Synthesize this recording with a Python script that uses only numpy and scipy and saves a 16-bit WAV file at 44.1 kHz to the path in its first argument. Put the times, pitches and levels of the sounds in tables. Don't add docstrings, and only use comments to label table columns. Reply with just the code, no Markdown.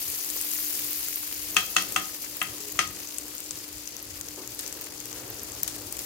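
import sys
import numpy as np
from scipy import signal
from scipy.fft import rfft, irfft, next_fast_len
from scipy.io import wavfile
from scipy.ndimage import map_coordinates

SR = 44100
rng = np.random.default_rng(int(sys.argv[2]) if len(sys.argv) > 2 else 0)


def amplitude_ratio(level_db):
    exponent = np.asarray(level_db, float) / 20
    return 10 ** exponent


def persist_wave(psi):
    counts = np.round(np.clip(psi, -1, 1) * 32767).astype(np.int16)
    wavfile.write(sys.argv[1], SR, np.atleast_2d(counts).T)


N = 266805

# t/s, peak level/dB, middle ring/dB, bright ring/dB, left-right/dB
KNOCK_EVENTS = [
    (1.5658, -7.5, 3, -4.5, 0),
    (1.7642, -9, 3, -1, 1),
    (1.9608, -9.5, -14, -11.5, 1),
    (2.415, -14, -8, -18, 1.5),
    (2.7898, -9, -3, -4, 1),
]


def unit(x):
    return x / np.sqrt(np.mean(x ** 2) + 1e-20)


def along(points, hz):
    f, v = np.transpose(points)
    return np.interp(np.log(hz + 1), np.log(f + 1), v)


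def curves(rows):
    s, *cols = np.transpose(rows)
    return [np.interp(np.arange(N) / SR, s, c) for c in cols]


def wobble(rate_hz):
    knots = rng.standard_normal(int(N * rate_hz / SR) + 4)
    return map_coordinates(knots, [np.arange(N) * rate_hz / SR])


def coloured(x, spectrum):
    n = x.shape[-1]
    m = next_fast_len(n + 8192)
    gain = amplitude_ratio(along(spectrum, np.fft.rfftfreq(m, 1 / SR)))
    return irfft(rfft(x, m) * gain, m)[..., :n]


def rush(spectrum, alike):
    a, b = coloured(rng.standard_normal((2, N)), spectrum)
    turn = np.arccos(np.clip(alike, -1, 1)) / 2
    return unit(np.cos(turn) * a + np.sin(turn) * b * [[1], [-1]])


def sides(left_db, right_db):
    return amplitude_ratio([[left_db], [right_db]])


def bursts(s, hz, size, cycles, pan_db, lag_s):
    out = np.zeros((2, N + 512))
    k = np.arange(128)
    for ch, side in enumerate((.5, -.5)):
        at = np.clip(s - side * lag_s, 0, N / SR) * SR
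        age_cycles = np.maximum(k - (at % 1)[:, None], 0) / SR * hz[:, None]
        ring = np.e * age_cycles / cycles * np.exp(-age_cycles / cycles) * np.sin(2 * np.pi * age_cycles)
        weighted = (size * amplitude_ratio(side * pan_db))[:, None] * ring
        place = at.astype(int)[:, None] + k
        out[ch] = np.bincount(place.ravel(), weighted.ravel(), N + 512)
    return out[:, :N]


def bubbles(count, low_hz, high_hz, spread_db, cycles, pan_db):
    when, pitch, size, place = rng.random((count, 4)).T
    hz = np.clip(low_hz * (high_hz / low_hz) ** pitch, 100, SR / 2.2)
    size = amplitude_ratio(-spread_db * np.log(1 - .99 * size))
    lag_s = .0001 + 0.000898 * (place - .5)
    return bursts(when * N / SR, hz, size, cycles, pan_db + 6 * (place - .5), lag_s)


def fizzing(crowd, fizz, side_db, spectrum):
    noise = fizz * sides(side_db, -side_db) * rng.standard_normal((2, N))
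    return unit(coloured(unit(crowd) + noise, spectrum))


def foam():
    # t/s, fine bubble level/dB
    boil = [(0.0, -36), (0.32, -37), (0.6, -34), (1.43, -40), (2.59, -45.5), (2.9, -47), (3.3, -47),
            (3.87, -50), (4.72, -49), (5.46, -48.5), (5.91, -48), (6.05, -43)]
    # f/Hz, level/dB per Hz
    large_colour = [(3000, -45), (4000, -11.5), (4800, -8.5), (5500, -7.5), (6200, -4), (7000, -2),
                    (8300, -5.5), (10500, -7), (13000, -8), (20000, -120)]
    fine_colour = [(6000, -33), (9000, -4.5), (11000, -1), (12500, 2), (13900, 3.5), (15000, 3.5),
                   (16500, -4)]
    spit_colour = [(600, -14.5), (1000, -12.5), (1500, -10), (2000, -5.5), (2700, -3), (3400, -3.5),
                   (4000, -3), (4800, 1), (6500, -5.5), (10000, -120)]
    fine_db, = curves(boil)
    excess_db = fine_db + 48
    large_db = -43.5 + 0.47 * excess_db
    spit_db = -46 + 0.46 * excess_db
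    flurry_db = .7 * wobble(45) + 1.4 * wobble(160)
    flurry_db = flurry_db * np.clip(1 - .04 * excess_db, .3, 1.1)
    large = bubbles(count=7000, low_hz=4790, high_hz=11000, spread_db=3.5, cycles=0.63, pan_db=9)
    fine = bubbles(count=12000, low_hz=8300, high_hz=17600, spread_db=3.0, cycles=1.0, pan_db=5)
    spit = bubbles(count=5000, low_hz=940, high_hz=3760, spread_db=5.0, cycles=0.41, pan_db=1.5)
    large = fizzing(large, .95, 3.2, large_colour)
    fine = fizzing(fine, .95, 1.7, fine_colour)
    spit = fizzing(spit, 3.18, 1.5, spit_colour)
    large = amplitude_ratio(large_db + flurry_db + .35 * wobble(35)) * large
    fine = amplitude_ratio(fine_db + 4.0 + flurry_db + .35 * wobble(40)) * fine
    return large + fine + amplitude_ratio(spit_db + 1.13 * flurry_db) * spit


def kitchen():
    # f/Hz, rms level/dB, unsteadiness/dB
    hum_lines = [(300.2, -54.5, 2.06), (116.9, -74.5, 8), (59, -68, 4.5)]
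    # t/s, drone level/dB
    load = [
        (0.0, -56),
        (1.21, -57),
        (1.92, -51.5),
        (2.27, -55.5),
        (2.54, -54),
        (3.82, -56),
        (5.69, -50),
        (6.05, -51.5),
    ]
    # t/s, level over rumble/dB, half length/s
    steps = [(0.055, 8, .1), (0.97, 10, 0.031), (1.6, 6.5, 0.36), (1.95, 8.5, 0.18), (2.512, 13, 0.047),
             (2.883, 17.5, 0.12), (3.527, 11, 0.056), (3.754, 11, 0.041), (4.156, 11, .12),
             (5.304, 11, 0.13), (5.7, 8.5, 0.71)]
    # f/Hz, level/dB per Hz
    drone_colour = [(100, -32), (150, -10), (200, -9.5), (260, -5), (350, -1.5), (430, -4), (550, -6),
                    (680, -11), (1000, -12.5), (1400, -15.5), (2000, -20), (3000, -120)]
    # f/Hz, level/dB per Hz
    rumble_colour = [(15, -45), (25, -27), (47, -5), (103, -1), (122, -0.5), (145, -16), (160, -6),
                     (210, -56), (350, -120)]
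    t = np.arange(N) / SR
    hum = 0
    for hz, db, loose_db in hum_lines:
        level = np.sqrt(2) * amplitude_ratio(db + loose_db * wobble(12))
        hum = hum + level * np.sin(2 * np.pi * hz * t + 0.38 * wobble(9.2))
    drone_db = 3 + curves(load)[0]
    drone = amplitude_ratio(drone_db + 1.06 * wobble(9)) * rush(drone_colour, alike=0.66)
    lumps_db = np.max([db * np.exp(-((t - s) / half_s) ** 2) for s, db, half_s in steps], axis=0)
    rumble_db = -65.5 + 0.78 * t + lumps_db
    rumble = amplitude_ratio(rumble_db) * unit(amplitude_ratio(0.46 * wobble(7)) * rush(rumble_colour, alike=0.95))
    return (hum + rumble) * sides(.6, -.6) + drone * sides(1.2, -1.2)


def singles():
    # t/s, peak level/dB, cavity f/Hz, film snap/dB
    loud_pops = [(0.1, -23, 9430, -12), (0.3006, -17, 7700, -15), (0.412, -17, 9100, -13),
                 (0.9302, -22, 8010, -8), (1.8222, -26, 6720, -3), (1.922, -22.5, 9200, -7),
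                 (2.0552, -28, 6700, -19), (2.7222, -28.5, 10000, -4), (2.8754, -29, 6930, -10),
                 (3.0729, -28, 6530, -18), (3.1833, -17, 7700, -14), (3.3805, -25, 6470, -20),
                 (3.5082, -19, 7060, -25), (3.8743, -23.5, 6550, -24), (3.9656, -28, 5930, -11),
                 (4.2107, -20, 7300, -16), (4.285, -28, 6100, -11), (4.4747, -27, 7040, -10),
                 (4.591, -23, 9520, -14), (4.6623, -25.5, 6050, -15), (4.7255, -23.5, 7050, -14),
                 (4.8183, -37, 7150, -6), (5.002, -25, 6900, -15), (5.1277, -21, 6740, -24),
                 (5.3948, -28.5, 6900, -17), (5.5189, -27, 6630, -15), (5.6315, -18.5, 6640, -2.5),
                 (5.6769, -20, 7200, -10), (5.9242, -20, 9900, -13), (5.9904, -20.5, 7350, -14)]
    pan_db = 10
    loud = [(*row, pan_db) for row in loud_pops]
    smacks = [(s + 0.000823, db + bright_db - 1, 6440, -18, side_db + 5.0)
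              for s, db, _, bright_db, side_db in KNOCK_EVENTS]
    when, size, pitch, film, place = rng.random((90, 5)).T
    lesser = [when * N / SR,
              -38 - 4.5 * np.log(1 - 0.96 * size),
              7000 * (1.0 + .24 * pitch),
              -11 + 8 * (film - .5),
              pan_db + 9 * (place - .5)]
    return np.concatenate([np.transpose(loud), np.transpose(smacks), lesser], axis=1)


def pops():
    # t/s, peak level/dB, f/Hz
    tiny_snaps = [(0.2603, -23, 13600), (0.3651, -18, 13900), (0.5352, -20, 14100), (0.7966, -21, 14900),
                  (0.85, -24, 12100), (0.9128, -20, 13500), (0.9951, -23, 12100), (1.1583, -14, 13600),
                  (1.2296, -23, 15600), (1.3254, -18, 13400), (1.5349, -27, 14000), (2.0218, -25, 14300),
                  (2.146, -27, 12500), (2.2283, -23, 13600), (2.3685, -19, 15600), (2.4264, -17, 12000),
                  (3.1453, -28, 14300), (3.3513, -22, 13700), (4.0267, -24, 12300), (4.4293, -31, 11900),
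                  (4.5475, -27, 11600), (4.6084, -24, 14100), (4.7421, -32, 12300), (4.811, -22, 14300),
                  (5.302, -21, 13900), (5.4326, -21.5, 12200), (5.7618, -25, 14300), (5.9252, -29, 12500)]
    s, db, hz, snap_db, pan_db = singles()
    chance = rng.random((len(s), 3, 4))
    direct = 0
    for step, step_db in enumerate((-5, -3, -7)):
        late, pitch, film, lag = chance[:, step].T
        at = s + 0.000522 + 0.000406 * (step + late)
        lag_s = .0001 + 0.0005 * (lag - .5)
        tear_db = db + step_db
        cavity = bursts(at, hz * (.9 + .2 * pitch), amplitude_ratio(tear_db + 2.5), 0.86, pan_db + 6.0, lag_s)
        snap = bursts(at, 11000 + 4500 * film, amplitude_ratio(tear_db + snap_db + 16.5), 1.5, pan_db - 7.0, lag_s)
        click = bursts(at, 2500 + 2500 * lag, amplitude_ratio(tear_db - 16), 0.44, pan_db + 8.5, lag_s)
        direct = direct + cavity + snap + click
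    s, db, hz = np.transpose(tiny_snaps)
    place = rng.random(len(s)) - .5
    direct = direct + bursts(s + 0.00052, hz, amplitude_ratio(db + 4.5), 1.75, 4 + 3 * place, .0001 + 0.0003 * place)
    pan_wall = amplitude_ratio(-11) * np.roll(direct, round(.0026 * SR), axis=1)
    return direct + pan_wall + amplitude_ratio(-16) * walls(direct)


def walls(x):
    # f/Hz, t60/s
    wall_t60 = [(300, 0.82), (1500, 0.25), (6000, 0.38), (12000, 0.07)]
    hz, t, z = signal.stft(rng.standard_normal((2, SR // 2)), SR, nperseg=256)
    decay = amplitude_ratio(-60 * t / along(wall_t60, hz)[:, None])
    tail = signal.istft(z * decay, SR, nperseg=256)[1]
    delayed = np.pad(x, ((0, 0), (300, 0)))
    return signal.fftconvolve(delayed, tail / np.linalg.norm(tail[0]), axes=1)[:, :x.shape[1]]


def bumps():
    # t/s, level/dB, t60/s
    bump_events = [
        (.36, -41, 0.077),
        (4.375, -42.5, 0.39),
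    ]
    # f/Hz, level/dB per Hz
    worktop = [(120, -44), (200, -13), (360, -2.5), (705, -9), (780, -12), (895, -6.5), (1800, -22),
               (2340, -55), (3960, -120)]
    # t/s, half length/s, f/Hz, level/dB
    creak = (2.66, .06, 418, -47)
    out = np.zeros(N + SR)
    t = np.arange(SR // 4) / SR
    for s, db, t60 in bump_events:
        thud = unit(coloured(rng.standard_normal(len(t)), worktop))
        envelope = amplitude_ratio(db - 60 * t / t60) * (1 - np.exp(-t / 0.0021))
        out[round(s * SR):][:len(t)] += envelope * thud
    s, half_s, hz, db = creak
    t = np.arange(N) / SR - s
    swell = amplitude_ratio(db + 0.96 * wobble(29.3)) * np.exp(-(t / half_s) ** 2)
    return out[:N] + swell * np.sin(2 * np.pi * hz * t)


def tongs_contact(t, scuff, bright_db):
    # f/Hz, level/dB, t60/s
    tongs_modes = [(733, -16.5, 0.035), (1264, -4.5, 0.045), (1650, -14, 0.023), (1950, -2.5, 0.024),
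                   (2675, 0.5, 0.021), (3210, -1, 0.027)]
    scrape = (0.56 * scuff[0] + 0.68 * scuff) * t / 0.0016 * np.exp(-t / 0.0019)
    port_t = t - [[0], [.0001]]
    clack = sum(amplitude_ratio(db - 60 * t / t60) * np.sin(2 * np.pi * hz * port_t) for hz, db, t60 in tongs_modes)
    clack = clack * (1 - np.exp(-t / 0.00076))
    contact = (amplitude_ratio(-5) * scrape + amplitude_ratio(-7) * clack) * sides(3, -3)
    bounce = np.roll(contact, round(.0185 * SR), axis=1)
    return contact + amplitude_ratio(-9 + 0.73 * bright_db) * bounce


def knocks():
    # f/Hz, level/dB, t60/s
    pan_modes = [(187, -27, 0.42), (319.5, -23.5, 0.4), (431, -30, 0.31), (757, -10.5, 0.12),
                 (1046, -14, 0.2), (1253, -4.5, 0.23), (1316, 0, 0.074), (1420, -7, 0.11), (1774, -9, 0.11),
                 (1870, -21, 0.13), (2020, -12, 0.078), (2220, -10, 0.045), (2626, 2, 0.067),
                 (3180, -3.5, 0.12), (3390, -8, 0.091), (6350, -7.5, .1)]
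    # f/Hz, level/dB per Hz
    blow = [(300, -62), (600, -10), (950, -17.5), (1270, 0), (1600, -3), (2000, 1.5), (2300, -3),
            (2700, 1.5), (3250, -6), (3900, -11), (5000, -22), (6400, -10), (9500, -13), (13000, -26)]
    # f/Hz, level/dB per Hz
    splash_colour = [(3000, -16), (4200, -0.5), (5100, -2), (6400, -2.5), (8000, -13.5), (10000, -10),
                     (13000, -32)]
    out = np.zeros((2, N + SR))
    t = np.arange(SR // 4) / SR
    hz, level_db, t60 = np.repeat(pan_modes, 3, axis=0).T[:, :, None]
    partner_db = -5 * np.tile([1, 0, 1], len(pan_modes))[:, None]
    level_db = level_db - .6 + 5 * (hz < 500) + partner_db
    hz = hz * (1 + 0.013 * np.tile([-1, 0, 1], len(pan_modes))[:, None])
    for s, db, middle_db, bright_db, pan_db in KNOCK_EVENTS:
        phase, strength, apart = rng.standard_normal((3, 2, len(hz), 1))
        phase = 0.69 * phase[0] + apart * np.clip(hz / 2500, 0, 2)
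        spot_db = np.where(hz > 4000, bright_db + 10.5, (middle_db + 4.0) * (hz > 2200))
        mode_level = amplitude_ratio(level_db + spot_db + 0.98 * strength - 60 * t / t60)
        ring = np.sum(mode_level * np.sin(2 * np.pi * hz * t + phase), axis=1)
        scuff, clatter = unit(coloured(rng.standard_normal((2, 2, len(t))), blow))
        contact = tongs_contact(t, scuff, bright_db)
        splash = unit(coloured(rng.standard_normal((2, len(t))), splash_colour))
        splash = amplitude_ratio(bright_db - 16.5 - 60 * t / 0.25) * splash
        tail = amplitude_ratio(-19.5) * ring + splash + amplitude_ratio(-16.0 - 60 * t / 0.15) * clatter
        tail = tail * (1 - np.exp(-t / 0.00078))
        direct = (tail + amplitude_ratio(-0.5) * contact) * sides(pan_db / 2 + 0.84, -pan_db / 2 + 0.5)
        out[:, round(s * SR):][:, :len(t)] += amplitude_ratio(db) * (direct + amplitude_ratio(-10.0) * walls(direct))
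    return out[:, :N]


def splats():
    # t/s, rms level/dB, length/s
    splat_events = [
        (3.507, -37, .003),
        (4.59, -32, 0.0037),
        (5.642, -40, 0.0026),
        (5.677, -32, 0.0034),
        (5.926, -44, 0.0015),
    ]
    # f/Hz, level/dB per Hz
    spray_colour = [(500, -36), (1200, -5.5), (2500, -4.5), (4000, 0), (7000, 4), (9500, 1), (13000, -11),
                    (16000, -1)]
    out = np.zeros((2, N + SR))
    t = np.arange(SR // 4) / SR
    for s, db, length_s in splat_events:
        ragged = amplitude_ratio(6.9 * rng.standard_normal(len(t)))
        spray = unit(coloured(rng.standard_normal((2, len(t))) * ragged, spray_colour))
        burst = np.e * t / length_s * np.exp(-t / length_s)
        after = amplitude_ratio(-6.5 - 60 * t / 0.67)
        out[:, round(s * SR):][:, :len(t)] += amplitude_ratio(db) * (burst + after) * spray
    return out[:, :N] * sides(2.5, -2.5)


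def scene():
    return foam() + kitchen() + pops() + bumps() + knocks() + splats()


def band_limit(x):
    return signal.sosfilt(signal.butter(12, 17030, fs=SR, output="sos"), x)


def record(dry):
    top_hz = 15850
    limited = coloured(dry, [(top_hz, 0), (top_hz + 60, -45)])
    return band_limit(limited)


dry = scene()
out = record(dry)
persist_wave(out)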